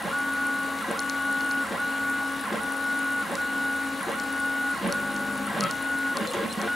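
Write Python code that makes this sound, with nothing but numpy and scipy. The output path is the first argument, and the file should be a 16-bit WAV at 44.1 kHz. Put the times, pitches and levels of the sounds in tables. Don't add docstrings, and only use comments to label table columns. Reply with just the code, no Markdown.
import sys
import numpy as np
from scipy import signal
from scipy.io import wavfile
from scipy.ndimage import uniform_filter1d

SR = 44100
rng = np.random.default_rng(int(sys.argv[2]) if len(sys.argv) > 2 else 0)


def master(y):
    cut = np.clip(np.atleast_2d(y).T, -1, 1)
    pcm = np.round(cut * 32767)
    wavfile.write(sys.argv[1], SR, pcm.astype(np.int16))


def nominal_scale(level):
    x = np.asarray(level, float) / 20
    return 10 ** x


N = 297675


def evened(x):
    return x / np.sqrt(np.mean(x ** 2) + 1e-20)


def read(points, hz):
    f, value = np.transpose(points)
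    return np.interp(np.log(hz + 1), np.log(f + 1), value)


def add(mix, s, sound):
    part = mix[..., round(s * SR):][..., :sound.shape[-1]]
    part += sound[..., :part.shape[-1]]


def drift(n, span):
    smooth = uniform_filter1d(rng.standard_normal(n), span)
    return evened(uniform_filter1d(smooth, span))


def ring(x, hz, width):
    return signal.lfilter(*signal.iirpeak(hz, hz / width, SR), x)


def tone(hz, db):
    turns = np.cumsum(hz) / SR + rng.random()
    return np.sqrt(2) * nominal_scale(db) * np.cos(2 * np.pi * turns)


def placed(x, lean_db):
    return x * np.array([nominal_scale(lean_db / 2), nominal_scale(-lean_db / 2)]).reshape(2, -1)


# [start t/s, end t/s, whine level/dB, low hum level/dB, belt tone level/dB]
STROKES = [
    (.125, 0.819, -28.5, -38, -39),
    (.972, 1.642, -28.5, -37, -39.5),
    (1.788, 2.452, -29, -37.5, -40.5),
    (2.599, 3.231, -29, -37.5, -41.5),
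    (3.377, 4.007, -29, -37, -43),
    (4.153, 4.743, -29, -37, -44),
    (4.919, 5.476, -30, -41, -43),
    (5.698, 6.14, -29.5, -36.5, -59),
    (6.674, 7.297, -28.5, -38, -58),
]
STEP_HZ = 1456.1
LOUD_ORDERS = (32, 6, 25, 18)
FAINT_ORDERS = (7, 10, 11, 14, 20, 28, 33, 36, 39, 40, 43, 44, 46, 49, 52, 57, 63, 64, 70, 78, 89, 96, 153,
                160, 190, 192, 256)
FAINT_DB = [-57, -56, -55, -56, -57, -59, -55, -51, -58, -55, -58, -58, -57, -60, -62, -60, -61, -61, -63,
            -62, -65, -65, -70, -66, -70, -65, -73]
# [share of the way to the far end, level/dB, left-right/dB]
AWAY = [(0, -0.5, -1), (.07, 1.5, 1), (.2, -2.5, 2), (.46, 1.5, 1), (.7, -2, 2.7), (.88, -8, 4.5),
        (1, -12, 10)]
BACK = [(0, 1, 1.5), (.2, 1, 1), (.36, -0.5, 2.5), (.5, 2, 2), (.79, -5, 4.5), (.92, -3, 5), (1, -6, -6)]
# [t/s, level/dB, width/s]
HICCUPS = [
    (5.128, -11, .015),
    (5.18, -3.5, .08),
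]
HUM_LATE_DB, HUM_BUILD_S = -8.5, 0.063
PULLEY_DB, PULLEY_WANDER_DB = -44.5, 2


def stroke(place, start, end, whine_db, hum_db, belt_db):
    t = np.arange(0, end - start, 1 / SR)
    n = len(t)
    way = t / t[-1] if place is AWAY else 1 - t / t[-1]
    share, gain_db, lean_db = np.transpose(place)
    falter_db = sum(db * np.exp(-((start + t - s) / width) ** 2) for s, db, width in HICCUPS)
    loud_db = (whine_db + np.interp(way, share, gain_db) + falter_db,
               hum_db + HUM_LATE_DB * np.exp(-t / HUM_BUILD_S) + 1.0 * drift(n, 2000),
               belt_db + 1.0 * drift(n, 1500),
               PULLEY_DB + 0.19 * (belt_db - STROKES[2][-1]) + PULLEY_WANDER_DB * drift(n, 2000))
    base = STEP_HZ / 32 * np.ones(n)
    whine, hum, belt, pulley = (tone(k * base, db + 0.16 * drift(n, 300))
                                for k, db in zip(LOUD_ORDERS, loud_db))
    faint = sum(tone(k * base, db + 1.5 * drift(n, 1500)) for k, db in zip(FAINT_ORDERS, FAINT_DB))
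    sound = placed(whine, np.interp(way, share, lean_db))
    sound = sound + placed(belt + pulley + faint, 0.14) + placed(hum, 2.5)
    fade = np.minimum(1, np.minimum(t, t[-1] - t) / .005)
    return start, sound * fade


# [t/s, step rate f/Hz]
JOGS = [(5.47, 1456), (5.54, 380), (5.545, 300), (5.615, 1292), (5.69, 1292), (5.7, 1456), (6.138, 1456),
        (6.205, 215), (6.22, 200), (6.243, 300), (6.272, 4064), (6.306, 4064), (6.335, 300), (6.39, 550),
        (6.456, 200), (6.496, 4064), (6.53, 4064), (6.572, 200), (6.655, 1456)]
BRAKE_S, REST_HZ = .062, 380
DWELL_S, CRAWL_HZ, SETTLE_S = .008, 300, .003


def speed(t):
    ends = [-.025] + [row[1] for row in STROKES[:6]]
    starts = [row[0] for row in STROKES[:7]]
    points = []
    for end, start in zip(ends, starts):
        slow = end + BRAKE_S
        points += [(end, STEP_HZ), (slow, REST_HZ), (slow + DWELL_S, CRAWL_HZ), (start - SETTLE_S, STEP_HZ)]
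    return np.interp(t, *np.transpose(points + JOGS))


# [t/s, hold/s, thump level/dB, middle shudder level/dB]
KNOCKS = [(0, .005, -31.5, -52), (0.052, 0.025, -32.5, -35.5), (0.892, 0.016, -31.5, -32.5),
          (1.712, 0.032, -35, -34.5), (2.522, 0.035, -30.5, -34.5), (3.312, 0.022, -31.5, -34.5),
          (4.073, 0.031, -33.5, -33), (4.82, .006, -35, -35), (4.847, 0.037, -27, -34.5),
          (5.552, .02, -33, -33.5), (5.573, 0.089, -31.5, -35), (6.16, .05, -36, -34),
          (6.214, 0.0051, -28, -32), (6.336, 0.077, -39.5, -31), (6.449, 0.012, -30, -39),
          (6.59, 0.0078, -30, -38), (6.608, 0.058, -35, -37)]


def knocks(t, column, rest_db, rise, fall):
    s, hold, peak_db = (np.transpose(KNOCKS)[k][:, None] for k in (0, 1, column))
    before, after = np.maximum(s - t, 0), np.maximum(t - s - hold, 0)
    return np.maximum(rest_db, (peak_db - rise * before - fall * after).max(0))


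# [start t/s, end t/s, high shudder level/dB, rattle relative to the steps]
SHUDDERS = [(0, 0.132, -36, 3), (.805, 0.974, -34, 3), (1.635, 1.792, -35.5, 2.4), (2.435, 2.601, -35, 3.6),
            (3.224, 3.374, -36.5, 2.7), (3.999, 4.16, -34, 3), (4.735, 4.831, -35.5, 1.6),
            (4.825, 4.952, -36, 6.4), (5.465, 5.554, -33.5, 4), (5.545, 5.709, -35, 6.3),
            (6.136, 6.264, -35.5, 7.3), (6.249, 6.33, -59, 2.4), (6.3326, 6.47, -36, 9.4),
            (6.475, 6.583, -61, 2.3), (6.571, 6.691, -34.5, 5)]
# [f/Hz, width/Hz, level/dB]
FRAME = [(147.4, 5.4, -16), (212.6, 34.5, -5), (343, 44, -3), (448, 45, -1), (554.5, 17.3, 7.5),
         (791, 120, 3.5), (1044, 103, 7), (1398, 230, 5), (1570, 70, 6), (1916, 72, 6), (2190, 40, -15),
         (2700, 250, -8.5), (3170, 340, -11)]
SPLIT_HZ = (0, 300, 680, 5000)
# [level between knocks/dB, rise/dB per s, fall/dB per s]
THUMP = (-43.5, 460, 790)
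MIDDLE = (-54, 460, 210)
STEP_ORDERS = (25 / 32, 1, 57 / 32, 2, 3, 4, 5, 6, 8, 10)
STEP_DB = [-12, 0, -7, -4, -8, -9, -10, -11, -12, -13]
STEP_TOP_HZ = 2300
STAIR_S = .0085
JOLT_DB, JOLT_S = 3, 0.0092
LOOSE_BRAKING, LOOSE_CLIMBING = .36, .56
MIDDLE_LATE_S, BRAKING_DB = 0.012, 0.5


def shudder(start, end, high_db, slack):
    t = np.arange(start, end, 1 / SR)
    n = len(t)
    ramp = np.gradient(speed(t))
    since = t - np.transpose(KNOCKS)[0][:, None]
    jolt = (np.exp(-abs(since) / JOLT_S) * (since > 0)).max(0)
    braking = uniform_filter1d(1. * (ramp < 0), size=400)
    levels_db = (knocks(t, 2, *THUMP),
                 knocks(t - MIDDLE_LATE_S, 3, *MIDDLE),
                 high_db + JOLT_DB * jolt + BRAKING_DB * braking)

    hz = speed((t // STAIR_S + .5) * STAIR_S)
    turns = np.cumsum(hz * (1 + 0.01476 * drift(n, 60))) / SR
    steps = sum(nominal_scale(db) * np.cos(2 * np.pi * k * turns) / (1 + (k * hz / STEP_TOP_HZ) ** 10)
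                for k, db in zip(STEP_ORDERS, STEP_DB))
    steps *= nominal_scale(2.0 * drift(n, 150))
    steps *= uniform_filter1d(1. * (ramp != 0), size=200)

    rattle = rng.standard_normal(n) * nominal_scale(3.0 * drift(n, 70))
    rattle *= .4 + np.exp(-(turns % 1) / .3)
    loose = slack * np.where(ramp < 0, LOOSE_BRAKING, LOOSE_CLIMBING)
    drive = evened(steps) + loose * evened(rattle)
    drive = signal.sosfilt(signal.butter(4, (125, 3700), "band", fs=SR, output="sos"), drive)

    out = np.zeros(n)
    for level_db, lo, hi in zip(levels_db, SPLIT_HZ, SPLIT_HZ[1:]):
        body = sum(nominal_scale(db) * ring(drive, f, w) for f, w, db in FRAME if lo < f < hi)
        loudness = np.sqrt(uniform_filter1d(body ** 2, size=1500) + 1e-9)
        out += nominal_scale(level_db) * body / loudness
    return start, placed(out * signal.windows.tukey(n, 0.011 / (end - start)), 0.13)


# [start t/s, end t/s]
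SWEEPS = [
    (6.243, 6.274),
    (6.458, 6.498),
    (6.528, 6.572),
]
JOG_DB = -46


def sweep(start, end):
    t = np.arange(start, end, 1 / SR)
    glide = tone(speed(t), JOG_DB + 2.2 * drift(len(t), 100))
    return start, placed(glide * signal.windows.tukey(len(t), .3), .4)


# [t/s, peak level/dB, bright ring f/Hz]
CLACKS = [
    (.912, -27, 7000),
    (1.722, -24.5, 3340),
    (2.527, -30, 3380),
    (3.32, -34, 3300),
    (4.091, -28, 3000),
    (6.26, -25, 6800),
    (6.335, -20.5, 6500),
]


def clack(s, db, hz):
    t = np.arange(1300) / SR
    blow = rng.standard_normal(len(t)) * nominal_scale(-60 * t / 0.053)
    bright = evened(ring(ring(blow, hz, 700), hz, 900))
    x = evened(ring(blow, 1000, 850)) + nominal_scale(-7 - 60 * t / 0.038) * bright
    return s, placed(nominal_scale(db) * x / abs(x).max(), .6)


# [start t/s, end t/s, tones as (f/Hz,
# level/dB)]
MOVES = [(4.93, 5.52, [(52, -63), (155, -50.5), (206, -40.5), (256.8, -41.5), (316, -50.5), (105, -59),
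         (359, -54), (453, -53.5), (515, -57), (570, -46), (1350, -49), (1550, -48)]),
         (5.573, 5.815, [(132, -51.5)]), (4.888, 4.935, [(565, -33.5)]), (6.625, 6.68, [(345, -38),
         (447, -37.5), (705, -41)]), (6.304, 6.325, [(506, -37)]), (6.167, 6.181, [(1095, -31),
         (1600, -37)]), (6.388, 6.402, [(1620, -33), (1100, -39)]), (6.426, 6.456, [(560, -33)]),
         (6.153, 6.181, [(555, -37)]), (6.187, 6.2, [(410, -35)]), (6.405, 6.436, [(1620, -41)]),
         (6.312, 6.33, [(2850, -43), (500, -44)]), (5.618, 5.664, [(1292, -28.5)]),
         (5.664, 5.695, [(1306, -35)]), (5.622, 5.682, [(1927, -54), (2056, -48), (2650, -48),
         (3252, -44.5)]), (6.272, 6.305, [(506.0, -37.5), (1523, -56), (2051, -63), (3558, -47),
         (4064, -41), (6449, -62), (8134, -49)]), (6.496, 6.53, [(511.4, -47), (1109, -57), (1529, -53),
         (2536, -53), (3052, -61), (3558, -55), (4064, -41), (8134, -49)])]


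def move(start, end, tones):
    n = round((end - start) * SR)
    sound = sum(tone(hz * np.ones(n), db + 1.0 * drift(n, 400)) for hz, db in tones)
    fade = np.minimum(1, np.minimum(np.arange(n), n - np.arange(n)) / 160)
    return start, placed(sound * fade, 3.1)


# [t/s, peak level/dB, left-right/dB, brightness/dB per octave]
SNAPS = [(0.7856, -36, 0.0, -3), (0.991, -23.5, 2, -1.5), (1.0221, -36, 0.0, 2), (1.0953, -24, 2, -2),
         (1.406, -30, 1.1, -8), (1.51, -28, 2, -8), (3.352, -27.5, 0.4, .1), (4.1976, -28, 2, -1),
         (4.9228, -23, 1.5, .1), (5.162, -31, 0.4, -4), (5.606, -18.5, 2, -1), (5.636, -23, 2, -1),
         (5.7092, -23, 2, -1.5), (6.1688, -23.5, 2, -2), (6.271, -30.5, -1.1, -6), (6.3044, -36, 0.0, .1),
         (6.32, -36, 1.1, .1), (6.526, -32, 1.1, -1), (6.5858, -38, 0.0, .1), (6.614, -28, 3, -2)]
# [f/Hz, level/dB, time to fall 60 dB/s]
SNAP_MODES = [(4320, 3, 0.0096), (5260, 2.5, 0.0073), (6180, 4, 0.0046), (7500, 1.5, 0.0043),
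              (9080, -5, 0.0036), (10500, 1, 0.003)]


def snap(s, db, lean_db, tilt_db):
    t = np.arange(1200) / SR
    x = np.zeros(len(t))
    for f, mode_db, t60 in SNAP_MODES:
        more_db, detune = rng.uniform(-1, 1, 2) * (2.0, .012)
        level_db = mode_db + more_db + tilt_db * np.log2(f / 5e3) - 60 * t / t60
        rise = (1 - np.exp(-t / 0.00056 * (f / 4400) ** 2)) ** 2
        x += nominal_scale(level_db) * np.sin(2 * np.pi * f * (1 + detune) * t) * rise
    puff = ring(ring(rng.standard_normal(len(t)), 6000, 4300), 6700, 6000)
    x += puff * nominal_scale(8 + tilt_db - 60 * t / 0.0043) * (1 - np.exp(-t / .00008))
    return s + .0015, placed(nominal_scale(db + 5.5) * x / abs(x).max(), lean_db)


# [f/Hz, level/dB, waver/Hz]
HUMS = [(80, -61.5, 1.5), (545, -51, 0.3), (1085.6, -47, 1)]
# [t/s, f/Hz, level/dB]
SECOND_FAN = [(0, 1092, -53), (4.5, 1094, -53), (5, 1098, -47), (6.75, 1104, -46)]
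# [f/Hz, level/dB]
WHISTLE = (15625, -68)
# [t/s, peak level/dB]
HARD_TICKS = [(0.0237, -31), (0.1859, -29), (0.335, -29), (0.468, -25.5), (0.6309, -31), (0.9115, -26),
              (0.9719, -33), (1.0012, -23.5), (1.061, -32), (1.222, -30), (1.2529, -32), (1.3108, -31),
              (1.326, -26), (1.4455, -31), (1.4604, -32), (1.49, -30), (1.5183, -30), (1.8007, -32),
              (1.9045, -32), (2.098, -26), (2.2771, -34), (2.321, -31), (2.4103, -28), (2.4702, -32),
              (2.617, -34), (2.6332, -27), (2.7207, -28), (2.7675, -32), (2.8408, -30), (2.8718, -32),
              (2.9755, -35), (2.9905, -25.5), (3.1232, -32), (3.198, -32), (3.227, -32), (3.3163, -31),
              (3.7622, -32), (3.8356, -30), (4.029, -26), (4.118, -30), (4.2367, -31), (4.325, -27.5),
              (4.3995, -25.5), (4.4587, -30), (4.7103, -29), (4.874, -26), (4.9446, -29), (5.1406, -31),
              (5.3332, -32), (5.377, -28), (5.467, -26), (5.6032, -30), (5.6286, -28), (5.823, -30),
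              (5.986, -28), (6.3115, -27), (6.5339, -28.5), (6.6227, -30)]
FAN_HZ, TICK_DB = 67.55, -36


def fan():
    tones = sum(tone(hz + waver * drift(N, 4000), db + 2.6 * drift(N, 2000)) for hz, db, waver in HUMS)
    s, hz, db = np.transpose(SECOND_FAN)
    t = np.arange(N) / SR
    tones += tone(np.interp(t, s, hz) + 1.007 * drift(N, 4000), np.interp(t, s, db))
    tones += tone(WHISTLE[0] * np.ones(N), WHISTLE[1])

    count = int(N / SR * FAN_HZ * 2) - 2
    late, strength = rng.standard_normal((2, count))
    at = (np.arange(count) / 2 + .72) / FAN_HZ + .0007 * late
    db = TICK_DB + 4.0 * np.minimum(strength, .9) - 10.0 * (np.arange(count) % 2)
    hard_at, hard_db = np.transpose(HARD_TICKS)
    at, db = np.r_[at, hard_at + .0006], np.r_[db, hard_db + 1.5]

    ticks, u = np.zeros(N), np.arange(260) / SR
    edge = np.sin(2 * np.pi * 12600 * u) * np.exp(-u / 0.00026)
    for s, level_db, (a, b) in zip(at, db, rng.random((len(at), 2))):
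        rise = .00018 + .0002 * a
        chirp = np.sin(2 * np.pi * (9200 + 700 * b + 240000.0 * u) * u)
        add(ticks, s + .0005, nominal_scale(level_db - 11) * edge)
        add(ticks, s + .0005, nominal_scale(level_db) * chirp * (u / rise) * np.exp(1 - u / rise))
    ticks += nominal_scale(-11) * np.roll(ticks, shift=100)
    return placed(tones + ticks, 0.45)


# [f/Hz, level/dB per Hz]
AIR = [(25, -30), (60, -5), (120, -12), (200, -2.5), (310, -3), (400, -8), (700, -0.5), (1100, -0.5),
       (2000, -2.5), (2500, -9.5), (4800, -17), (8000, -15), (12500, -18.5), (15700, -26)]
AIR_DB = -36.5
# [f/Hz, width/Hz, level/dB]
AIR_PEAKS = [(248, 97, 10.5), (460, 54, 8.5), (1492, 43, 10), (2859, 46, 14.5), (3780, 32, 5.5),
             (3950, 1350, 6), (9900, 540, 3)]
# [f/Hz, likeness]
SAME = [(60, 0.52), (130, 0.99), (290, 0.9), (640, 0.46), (1410, 0.68), (3100, 0.79), (6820, 0.94),
        (15000, 0.95)]
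# [f/Hz, left-right/dB]
LEAN = [(60, 2.5), (180, 2.5), (550, 0.0), (1650, 0.5), (4970, 0.0), (15000, 0.0)]


def air():
    frames, hz = N // 256 + 5, np.fft.rfftfreq(1024, 1 / SR)
    a, b, c, d, patches = rng.standard_normal((frames, 513, 5)).T
    patches = uniform_filter1d(patches, size=12, axis=0)
    patches = evened(uniform_filter1d(patches, size=10, axis=1))
    colour_db = read(AIR, hz) + sum(db / (1 + (2 * (hz - f) / w) ** 2) for f, w, db in AIR_PEAKS)
    same = np.clip(read(SAME, hz), -1, 1)[:, None]
    left, other = a + 1j * b, c + 1j * d
    z = np.array([left, same * left + np.sqrt(1 - same ** 2) * other])
    lean_db = read(LEAN, hz)[:, None] * np.array([.5, -.5])[:, None, None]
    z *= nominal_scale(colour_db[:, None] + 1.23 * patches + lean_db)
    hiss = signal.istft(z, nperseg=1024, noverlap=768)[1][:, :N]
    return nominal_scale(AIR_DB) * evened(hiss)


def room(x):
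    taps = np.zeros((2, 9000))
    slots = np.arange(90, 8900, 30)
    at = slots + rng.integers(0, 30, (2, len(slots)))
    echoes = rng.choice([-1., 1.], at.shape) * nominal_scale(-60 * at / SR / 0.16)
    np.put_along_axis(taps, at, echoes, axis=1)
    return signal.oaconvolve(x, taps / np.linalg.norm(taps[0]), axes=1)[:, :N]


def scene():
    steady, sudden = np.zeros((2, 2, N))
    for place, row in zip((AWAY, BACK) * len(STROKES), STROKES):
        add(steady, *stroke(place, *row))
    for mix, source, table in ((sudden, shudder, SHUDDERS), (sudden, sweep, SWEEPS), (sudden, clack, CLACKS),
                               (steady, move, MOVES), (steady, snap, SNAPS)):
        for row in table:
            add(mix, *source(*row))
    echoes = room(nominal_scale(-25) * steady + nominal_scale(-6.5) * sudden)
    return steady + sudden + echoes + fan() + air()


def roll_off(x):
    return signal.sosfilt(signal.butter(12, 15740, fs=SR, output="sos"), x)


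def record(dry):
    edge = signal.firwin(601, 15700, window=("kaiser", 9), fs=SR)
    mix = signal.oaconvolve(dry, edge[None], "same")
    return roll_off(mix)


dry = scene()
out = record(dry)
master(out)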